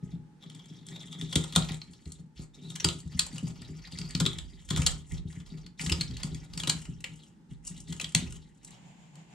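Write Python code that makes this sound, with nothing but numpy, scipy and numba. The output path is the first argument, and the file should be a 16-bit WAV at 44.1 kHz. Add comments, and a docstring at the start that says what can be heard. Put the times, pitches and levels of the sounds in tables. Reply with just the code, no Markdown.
"""Scissors in a spiny shell

Scissors crunch through a spiny shell on a wooden board: grainy bursts and rasp excite its resonances.
The camera stands on the same counter, so pushes ring as deep thuds, decaying modes of the wood, while
cracks come through the air of a small kitchen, whose echoes are decaying bands of noise. Two partials
of a car horn sound far outside at the start; coloured noise gives the quiet and a late, smooth rush."""
import sys
import numpy as np
from scipy import signal
from scipy.fft import rfft, irfft, next_fast_len
from scipy.io import wavfile
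from scipy.ndimage import uniform_filter1d
from numba import njit

SR = 44100
rng = np.random.default_rng(int(sys.argv[2]) if len(sys.argv) > 2 else 0)


def persist_wave(psi):
    """Save psi, clipped to +-1, as 16-bit WAV."""
    counts = np.round(np.clip(psi, -1, 1) * 32767).astype(np.int16)
    wavfile.write(sys.argv[1], SR, np.atleast_2d(counts).T)


N = 411872
T = np.arange(N) / SR  # s

# Shell breaks; all levels relative: t/s, peak level/dB, hollow ring f/Hz, treble share/dB,
# shell wall share/dB, length/ms
BREAKS = [(1.2118, -20, 3580, -13.5, -25, 2.07), (1.325, -26.5, 3400, -15.5, -21, 11.4),
          (1.3547, -12.5, 3500, -10.5, -23, 5.5), (1.4376, -33, 3600, -8.5, -11.5, 8.1),
          (1.5238, -19, 3420, -16, -21, 1.1), (1.559, -11, 3820, -9.5, -16.5, 5.6),
          (1.686, -28, 3092, -43, -20, 6.3), (2.7533, -30, 3090, -10.5, -32, 12),
          (2.798, -25.5, 5680, -38, -27, 9.7), (2.8433, -12.5, 4760, -11.5, -17, 5.9),
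          (2.885, -19, 3800, -12.5, -19, 3.7), (3.1913, -13, 4230, -8, -49, 5.8),
          (3.38, -30, 2870, -11, -35, 4.3), (3.9853, -31.5, 4450, -6, -23, 4.2),
          (4.149, -18.5, 4500, -18, -24, 4.1), (4.1983, -17, 3220, -15.5, -18.5, 12),
          (4.251, -25.5, 3500, -25, -23, 6), (4.2599, -18, 3600, -15, -27, 7.7),
          (4.3833, -28, 3520, -14, -47, 5.5), (4.7031, -18.5, 3360, -15.5, -20.5, 6.9),
          (4.7709, -27.5, 3200, -10.5, -12, 11), (4.8168, -22.5, 2800, -14, -19.5, 5.4),
          (4.862, -17, 4250, -6, -20.5, 12.2), (5.794, -24, 2220, -31, -38, 1.8),
          (5.861, -23.5, 3110, -18, -39, 9.8), (5.894, -19.5, 2800, -16, -31, 6.7),
          (5.918, -18, 4820, -14, -18.5, 8.6), (6.0082, -22.5, 4300, -13.5, -34, 8.8),
          (6.1675, -29, 4400, -11, -29, 3.2), (6.23, -25, 4650, -10, -20, 5.6),
          (6.5742, -25, 4700, -11, -22, 4.5), (6.5976, -26, 3400, -12.5, -30, 7.8),
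          (6.6339, -20, 2730, -16, -18, 4), (6.6717, -22.5, 3670, -6.5, -17.5, 8.4),
          (6.6945, -13.5, 4130, -9, -55, 6.3), (7.0401, -24, 2273, -18.5, -21.5, 5.9),
          (7.9234, -27.5, 3100, -14, -23, 6.8), (7.997, -26, 2750, -15, -17, 7.1),
          (8.012, -24, 3400, -6.5, -43, 5.3), (8.0411, -25, 3420, -21.5, -39, 6.4),
          (8.147, -8.5, 4220, -10.5, -55, 4.8)]
# Blades or fingers work among the spines, relative levels: start t/s, length/s, rasp level/dB,
# board tremor level/dB, deep share/dB, treble share/dB
STROKES = [(0.007, 0.14, -64.5, -41.5, -9, -13), (0.397, 0.42, -62, -49, -39, -15),
           (0.847, 0.82, -54, -42, -23, -8.5), (1.586, 0.13, -45, -41.5, 1.5, -21),
           (1.83, 0.26, -65.5, -58, -6, -4.5), (2.04, 0.16, -65, -50, -3, -5.5),
           (2.348, 0.077, -55.5, -40, -5.5, -5), (2.53, 0.43, -57, -43.5, -22, -7.5),
           (3.095, 0.41, -53.5, -42.5, -9, -9.5), (3.532, 0.44, -54.5, -48, -0.5, -38),
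           (3.896, 0.23, -52.5, -43, -1.5, -8), (4.128, 0.32, -56.5, -44.5, 7, -11),
           (4.471, 0.19, -61.5, -52.5, 4.5, -8.5), (4.675, 0.24, -44, -34.5, 4, -11),
           (5.084, .1, -52, -35, 2.5, -8), (5.255, 0.15, -58.5, -48.5, -1, -5),
           (5.447, 0.17, -57, -39, -8.5, -20), (5.773, 0.24, -46.5, -38, -5.5, -7),
           (6.015, 0.42, -54.5, -43, 3.5, -13), (6.486, 0.12, -51.5, -34.5, -6.5, -17),
           (6.835, 0.092, -76, -44.5, 3.5, -9), (7.042, 0.24, -65.5, -67, -0.5, -2.5),
           (7.485, 0.034, -62, -59.5, 19, 3.5), (7.623, 0.18, -58.5, -51, 2.5, 2),
           (7.847, 0.17, -57, -42, -4, 0.5), (8.175, 0.2, -64, -45.5, 5.5, -8),
           (8.606, 0.15, -60.5, -54.5, -8, -5.5)]


def undb(db):
    """Amplitude is the exponential of level: 20 dB for each factor of ten."""
    return 10 ** (np.asarray(db) / 20)


def unit(x):
    """Normalisation to unit mean power."""
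    return x / np.sqrt(np.mean(x ** 2))


def on_log(table, hz):
    """Interpolation along a logarithmic frequency axis, as pitch is heard."""
    f, v = np.transpose(table)
    return np.interp(np.log(hz + 1), np.log(f + 1), v)


@njit
def svf(x, hz, width):
    """Second-order resonance: a state-variable band-pass of movable centre, with gain 1 there."""
    y, band, low = np.empty(len(x)), 0., 0.
    for i in range(len(x)):
        g, damping = np.tan(np.pi * hz[i] / SR), width / hz[i]
        v = (band + g * (x[i] + 1e-18 - low)) / (1 + g * (g + damping))
        band = 2 * v - band
        low += 2 * g * v
        y[i] = damping * v
    return y


def svf_twice(x, hz, width):
    """Cascaded resonance: two equal band-passes steepen the skirts."""
    return svf(svf(x, hz, width), hz, width)


def resonate(x, peaks):
    """Parallel resonances: broad modes share one excitation, with alternating sign."""
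    still = np.ones(len(x))
    return sum((-1) ** k * undb(db) * svf_twice(x, f * still, 1. * w)
               for k, (f, w, db) in enumerate(peaks))


def ring(rub, at, size, modes):
    """Modal synthesis: rubbing and blows excite decaying sines, each blow favouring other modes."""
    shape = (len(at), len(modes))
    share = undb(2.5 * rng.standard_normal(shape)) * (-1) ** rng.integers(2, size=shape)
    out = 0
    for k, (hz, db, t60) in enumerate(modes):
        push = rub * (-1) ** k
        push[at] += size * share[:, k]
        pole = np.exp(2j * np.pi * hz / SR - np.log(1000) / (t60 * SR))
        out = out + undb(db) * signal.lfilter([1], [1, -pole], push).imag
    return out


def walk(rate):
    """Slow random modulation: normal levels held 1 / rate s and slewed; spread near 1."""
    k = int(SR / rate)
    held = np.repeat(rng.standard_normal(N // k + 1), k)
    return uniform_filter1d(held, k)[:N]


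def crackle(per_s, spread_db):
    """Random impulse process: scattered clicks of uneven size, rms 1."""
    hit = rng.random(N) < per_s / SR
    return unit(hit * rng.standard_normal(N) * undb(spread_db * rng.exponential(size=N)))


def flares(per_s, fade_s):
    """Sudden release with exponential decay each time a spine snaps free; rms 1."""
    loudest = 4.
    snaps = np.minimum(np.abs(crackle(per_s, 3.2)), loudest * np.sqrt(SR / per_s) / 4)
    return unit(signal.lfilter([1], [1, -np.exp(-1 / (fade_s * SR))], snaps))


def swell(start, length, db, fade_s):
    """Power addition of envelopes: each stroke rises, holds and dies away."""
    attack_s = 0.03
    coarse = T[::64]
    t = coarse - np.asarray(start)[:, None]
    fade = np.exp(-np.maximum(t - np.asarray(length)[:, None], 0) / fade_s)
    shape = np.clip(t / attack_s, 0, 1) * fade
    power = np.sum((undb(db)[:, None] * shape) ** 2, axis=0)
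    return np.interp(T, coarse, np.sqrt(power))


def after_breaks(under_db, fade_s):
    """Residual motion: an envelope that follows every break, under_db relative to it."""
    s_break, break_db = np.transpose(BREAKS)[:2]
    return swell(s_break, 0 * s_break, break_db + under_db, fade_s)


def trembling():
    """Excitation of the board by strokes and the aftershake of breaks: overall, then deep part."""
    s, length, _, db, deep_db, _ = np.transpose(STROKES)
    after = after_breaks(-24, 0.079)
    return [np.hypot(swell(s, length, d, 0.056), after) for d in (db, db + deep_db)]


def air(spectrum):
    """Diffuse-field coherence: coloured noise, most alike at both ports in the bass."""
    hz = np.fft.rfftfreq(N, 1 / SR)
    colour = undb(on_log(spectrum, hz))
    mid, side = (irfft(rfft(rng.standard_normal(N)) * colour * w, N)
                 for w in (1, np.clip(hz / 800., .25, .9)))
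    return np.array([mid + side, mid - side]) / np.std(mid)


def quiet():
    """Stationary ambient noise: the air of the room and the street, its level drifting slowly."""
    # Ambient spectrum, relative: f/Hz, level per Hz/dB
    ambient = [(59, -46.5), (100, -18.5), (173, -6), (277, -15), (707, -41), (849, -26), (999, -38.5),
               (1730, -38.5), (2170, -44), (8650, -51.5), (13000, -67)]
    return undb(-60.5 + 2 * walk(0.55)) * air(ambient)


def rush():
    """Amplitude-modulated noise: a smooth rush and hum swell from outside near the end."""
    # Rush spectrum, relative: f/Hz, level per Hz/dB
    spectrum = [(90, -27), (150, 3.5), (320, -32), (850, -18.5), (1300, -32), (2200, -26.5), (3100, -27.5),
                (4200, -36), (6400, -37), (6800, -27), (7200, -29), (11000, -58)]
    from_s, rise_s = 8.6, 0.088
    rise = np.clip((T - from_s) / rise_s, 0, 1)
    return undb(-57.0 + 2.3 * walk(13)) * rise * air(spectrum)


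def horn():
    """Harmonic synthesis: the upper partial is lost first; both waver on the way through the window."""
    # Partials: multiple of the fundamental, mean level/dB, heard until t/s
    partials = [(2, -73, .38), (3, -73, .13)]
    fundamental_hz, fade_s = 420, 0.018
    return np.array([sum(undb(db + 2 * walk(17)) * np.clip((end_s - T) / fade_s, 0, 1)
                         * np.sin(2 * np.pi * k * fundamental_hz * T) for k, db, end_s in partials)
                     for _ in range(2)])


def kitchen(x):
    """Reverberation: a decaying noise tail for each band, partly alike at the two ports."""
    # Wall echoes: f/Hz, decay time t60/s, relative level/dB
    walls = [(580, 0.27, -18), (1600, 0.093, -23.5), (3540, 0.19, -29.5), (7560, 0.18, -20),
             (11000, 0.063, -18)]
    t = T[:int(.5 * SR)]

    def tail():
        """Exponential decay of each band, 60 dB in its t60."""
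        return sum(undb(db - 60 * t / t60) * np.minimum(t / 0.00046, 1)
                   * unit(svf(rng.standard_normal(len(t)), hz + 0 * t, 1.5 * hz))
                   for hz, t60, db in walls)

    shared, *own = [tail() for _ in range(3)]
    return np.array([signal.fftconvolve(x, undb(-4.5) * shared + h)[:N] for h in own]) * undb(-21.0)


def rocking():
    """Base excitation: the camera foot rocks as the counter sways, unrelated at the two ports."""
    shake = [unit(resonate(rng.standard_normal(N), [(50.0, 36.0, 0)])) for _ in range(2)]
    size = trembling()[1] * undb(-7.0) + undb(-71.0)
    return size * undb(np.array([[-2.5], [2.5]])) * np.array(shake)


def counter():
    """Structure-borne sound: soft jolts and the tremor of rubbing ring the modes of board and counter."""
    # Shell jolted against the board, relative levels: t/s, level/dB, deep share/dB, knock share/dB
    thuds = [(0.028, -32.5, -37, -19), (1.222, -30.5, -32.5, -9.5), (1.359, -19.5, 1, -4),
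             (1.562, -17, -2.5, -16), (2.062, -39.5, 14, -10), (2.392, -35.5, -1.5, -11),
             (2.844, -24.5, 6, -5), (3.054, -32, 4, -21), (3.148, -30.5, 2, -40), (3.332, -29, -24.5, -26),
             (3.427, -24.5, -8, -17), (3.932, -35, -1, -16.5), (3.99, -30, -7, -25), (4.151, -24, -29, -21),
             (4.209, -17, -16, -18.5), (4.257, -23.5, -13, -8.5), (4.708, -25, -10, -10.5),
             (4.788, -22.5, 9.5, -15.5), (5.126, -29.5, 1, -21), (5.255, -32.5, 4, -17),
             (5.372, -32.5, -5, -21), (5.863, -28.5, 3, -15.5), (5.915, -28.5, 15, -2.5),
             (6.091, -29.5, 1, -43), (6.349, -32.5, -4, -15), (6.244, -28, -15.5, -16),
             (6.675, -27, -7, -9.5), (6.89, -33.5, -6, -19), (7.515, -36.5, -2.5, -19.5),
             (7.708, -35.5, -27, -24), (8.148, -20.5, -12.5, -22)]
    # Modes of counter and board in three ranges: f/Hz, relative level/dB, decay time t60/s
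    deep_modes = [(56, -5, 0.025), (77, -1.5, 0.21), (99, 1, 0.048)]
    body_modes = [(115.4, -7, 0.21), (123.9, -6, 0.37), (155.44, 2, 0.32), (175.4, 2.5, 0.24),
                  (221.6, -5, 0.18), (249.4, -4, 0.19)]
    knock_modes = [(296.3, 12, 0.11), (337.6, 1.5, 0.23), (385.5, 5.5, 0.2), (446.3, 1, 0.2),
                   (562, -6, 0.069), (694, -0.5, 0.083)]
    s, db, deep_db, knock_db = np.transpose(thuds)
    tremor, sway = undb(-32.5) * crackle(80, 2.2) * np.array(trembling())
    at = (s * SR).astype(int)
    deep = ring(sway, at, undb(db + deep_db - 4.5), deep_modes)
    body = ring(tremor, at, undb(db - 6.0), body_modes)
    knock = ring(tremor * undb(-20.0), at, undb(db + knock_db - 12.0), knock_modes)
    # spines cushion each push, and the heavy counter takes longer to get moving
    cushion = [np.hanning(int(ms * SR / 1000)) for ms in (9.0, 3.5, 1.6)]
    wood = sum(np.convolve(x, h / h.sum(), "same") for x, h in zip((deep, body, knock), cushion))
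    # high-pass: keeps the ringing modes from leaking below the deep thuds
    return signal.lfilter(*signal.butter(2, 50., "high", fs=SR), wood)


def rubbing():
    """Frictional work: envelopes of strokes and sliding debris, and the treble share of that work."""
    s, length, rasp_db, _, _, tips_db = np.transpose(STROKES)
    fade_s = 0.022
    debris = after_breaks(-38, 0.12)  # loose pieces go on sliding
    work = np.hypot(swell(s, length, rasp_db, fade_s), debris)
    treble = np.hypot(swell(s, length, rasp_db + tips_db, fade_s), debris * undb(-3.5))
    return work, treble / (work + 1e-9)


def spine_rasp(work, tips):
    """Stick-slip: spines catch and let go in grains, here for the wall, the hollow and the treble."""
    rasp = work * undb(-6.0 + 4.57 * walk(70)) * crackle(7000, 0.99)
    # thick spines flare in the shell, thin tips in the treble
    thick = rasp * (1 + 0.6 * flares(140, 0.0044))
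    bright = svf(rasp, 6500 + 0 * T, 8300.0) * tips * undb(1.0)
    return thick * undb(-11.5), thick * undb(5.0), bright * (0.53 + 1.4 * flares(60, 0.01))


def spine_chirr(work):
    """Resonance set by length: spines of different length chirr in flares of their own."""
    # Spine resonances: f/Hz, relative level/dB
    tones = [(2000, 4.5), (3100, 0.5), (3800, 5.5), (5600, 0.5), (7300, -3.5)]
    return sum(resonate(rng.standard_normal(N) * work * flares(25, 0.012), [(hz, hz / 3, db)])
               for hz, db in tones)


def fractures(held_hz, hollow_hz):
    """Brittle fracture: bursts for hollow, wall and treble; each sets the hollow pitch for 30 ms."""
    # Further, weaker breaks, with a common wall share and length and the hollow's held pitch, relative levels:
    # t/s, peak level/dB, treble share/dB
    weak_breaks = [(0.497, -40.5, -13), (0.547, -40.5, -10.5), (0.656, -45.5, -12), (0.8646, -47, 1),
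                   (.8847, -38.5, -9), (1.003, -40.5, -16), (1.0286, -43, -21), (1.126, -33.5, -16),
                   (1.5512, -24, -12.5), (1.7183, -37.5, -7.5), (1.742, -39.5, -7.5), (1.8147, -35, -27),
                   (1.933, -44.5, -15), (2.0545, -48, -13), (2.118, -49, 6.5), (2.375, -48, -28),
                   (2.701, -37, -8.5), (3.0013, -47.5, -2.5), (3.116, -49, -25), (3.6166, -41, -9),
                   (3.9205, -38.5, -23), (3.972, -41, -19), (4.0123, -32.5, -27), (4.1048, -39, -7),
                   (4.329, -31.5, -24), (4.6876, -33, -14), (4.76, -21.5, -17), (5.118, -44, -0.5),
                   (5.3252, -41, -27), (5.4, -41, -30), (5.4608, -43, -25), (5.662, -39.5, -16.5),
                   (5.8113, -39, -2), (6.108, -41, -18), (6.3448, -39.5, -5), (6.534, -35.5, -11),
                   (6.8525, -34, -16.5), (7.004, -43.5, -5.5), (7.963, -43, -9.5), (8.1204, -40.5, -9),
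                   (8.323, -38.5, -5.5), (8.646, -49, 5.5), (8.7053, -52.5, 1.5), (9.1538, -45, -11.5)]
    weak_wall_db, weak_ms = -23, 5.4
    click_db, click_after_s = 1, .002  # one hard click inside each break
    weak = [(t0, db, held_hz[int(t0 * SR)], treble_db, weak_wall_db, weak_ms)
              for t0, db, treble_db in weak_breaks]
    splinters = crackle(9000, 1.5) * undb(1.7 * walk(500))
    breaks, wall, treble = np.zeros((3, N))
    for t0, db, hz, treble_db, wall_db, ms in BREAKS + weak:
        i = int(t0 * SR)
        t = T[:min(int(.1 * SR), N - i)]
        # the fracture swells, runs on for some ms, then loose pieces rattle out
        run = np.exp(-(t / (max(ms, 1.5) / 1000)) ** 3) + undb(-16.5) * np.exp(-t / 0.021)
        grains = splinters[i:i + len(t)]
        grains = grains / np.std(grains[:int(max(ms, 2) * SR / 1000)])
        burst = undb(db) * np.minimum(t / 0.0026, 1) * run * grains
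        burst[int(click_after_s * SR)] += undb(db + click_db)
        breaks[i:i + len(t)] += burst
        wall[i:i + len(t)] += burst * undb(wall_db)
        treble[i:i + len(t)] += burst * undb(treble_db)
        hollow_hz[i:i + int(.03 * SR)] = hz
    return breaks, wall, treble, uniform_filter1d(hollow_hz, size=40)


def shell():
    """Source and resonator: breaks and rasp excite the shell's hollow, its wall and the bright blades."""
    # The hollow rings higher or lower each time it is gripped anew:
    # from t/s, f/Hz, how strongly the rasp rings it/dB
    grips = [(0, 3300, -9), (0.379, 3350, 4), (.99, 3480, 6), (1.45, 3770, -18), (1.8, 4300, -5),
             (2.519, 3750, 3.5), (2.951, 4600, -8), (3.82, 4580, 0), (4.19, 3400, 5), (4.45, 4660, 4),
             (4.561, 3290, -4), (5.05, 3200, -16), (5.49, 4640, -1), (5.749, 4670, -17.5), (6.55, 3000, -6),
             (6.8, 2940, -1), (7.9, 3060, 2), (8.14, 2970, -3)]
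    # Resonances: f/Hz, width of one pass/Hz, relative level/dB; first the wall against the board
    wall_peaks = [(633, 570, -2), (880, 640, -5), (1420, 350, -1)]
    # the same columns for shell and blades, then for their treble
    shell_peaks = [(2370, 4640, -13.5), (3085, 860, -3.5), (4070, 2200, -16.5)]
    sheen_peaks = [(5900, 7500, -10.5), (7900, 2780, 2.5), (9134, 3570, -9), (12900, 1000, -27.5)]
    work, tips = rubbing()
    s_turn, turn_hz, grip_db = np.transpose(grips)
    grip = np.searchsorted(s_turn, T, "right") - 1
    held_hz = turn_hz[grip]
    breaks, wall_breaks, treble_breaks, hollow_hz = fractures(held_hz, held_hz + 150. * walk(50))
    wall_rasp, hollow_rasp, treble_rasp = spine_rasp(work, tips)
    # a break jars the whole shell, so it rings the hollow less purely than the rasp does
    struck = undb(-1.0) * svf_twice(breaks, hollow_hz, 900.0)
    pings = undb(grip_db[grip] + 3.0 * walk(40)) * hollow_rasp
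    hollow = struck + svf_twice(pings, hollow_hz, 500.0)
    rustle = resonate(hollow_rasp, [(2900, 4700, -11.5)])
    body = hollow + resonate(breaks, shell_peaks) + rustle + undb(-7.5) * spine_chirr(work)
    wall = resonate(wall_rasp + wall_breaks, wall_peaks)
    sheen = resonate(treble_rasp + treble_breaks, sheen_peaks)
    return undb(13.0) * wall + undb(7.0) * body + undb(10.0) * sheen


def ports(x):
    """Interchannel phase and level differences: a near source meets two ports, depending on pitch."""
    # Phase by which the left microphone port leads: f/Hz, lead/rad
    port_lead = [(500, -.1), (950, 1.1), (1210, 4.8), (1800, 6.6), (2300, 5.6), (4800, 6.5), (8200, 8.6),
                 (10200, 7.3), (16000, 7.5)]
    # Level difference, left minus right: f/Hz, level/dB
    port_db = [(40, 0.5), (200, 2.5), (700, -0.5), (2400, 2), (8000, 2)]
    size = next_fast_len(N + 4096)
    hz = np.fft.rfftfreq(size, 1 / SR)
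    tilt = undb(on_log(port_db, hz) / 2)
    lag = np.exp(-1j * on_log(port_lead, hz))
    return np.array([irfft(rfft(x, size) * h, size)[:N] for h in (tilt, lag / tilt)])


def scene():
    """Superposition: direct sound, echoes, rocking and background add at the two ports."""
    crunch, wood = shell(), counter()
    background = quiet() + rush() + horn()
    return ports(crunch + wood) + kitchen(crunch + undb(-8.0) * wood) + rocking() + background


def record(dry):
    """Band limiting: the camera cuts rumble and the top."""
    rumble_hz, top_hz = 38., 15300
    sos = np.vstack([signal.butter(4, rumble_hz, "high", fs=SR, output="sos"),
                     signal.ellip(8, .2, 70, top_hz, fs=SR, output="sos")])
    return signal.sosfilt(sos, dry)


dry = scene()
out = record(dry)
persist_wave(out)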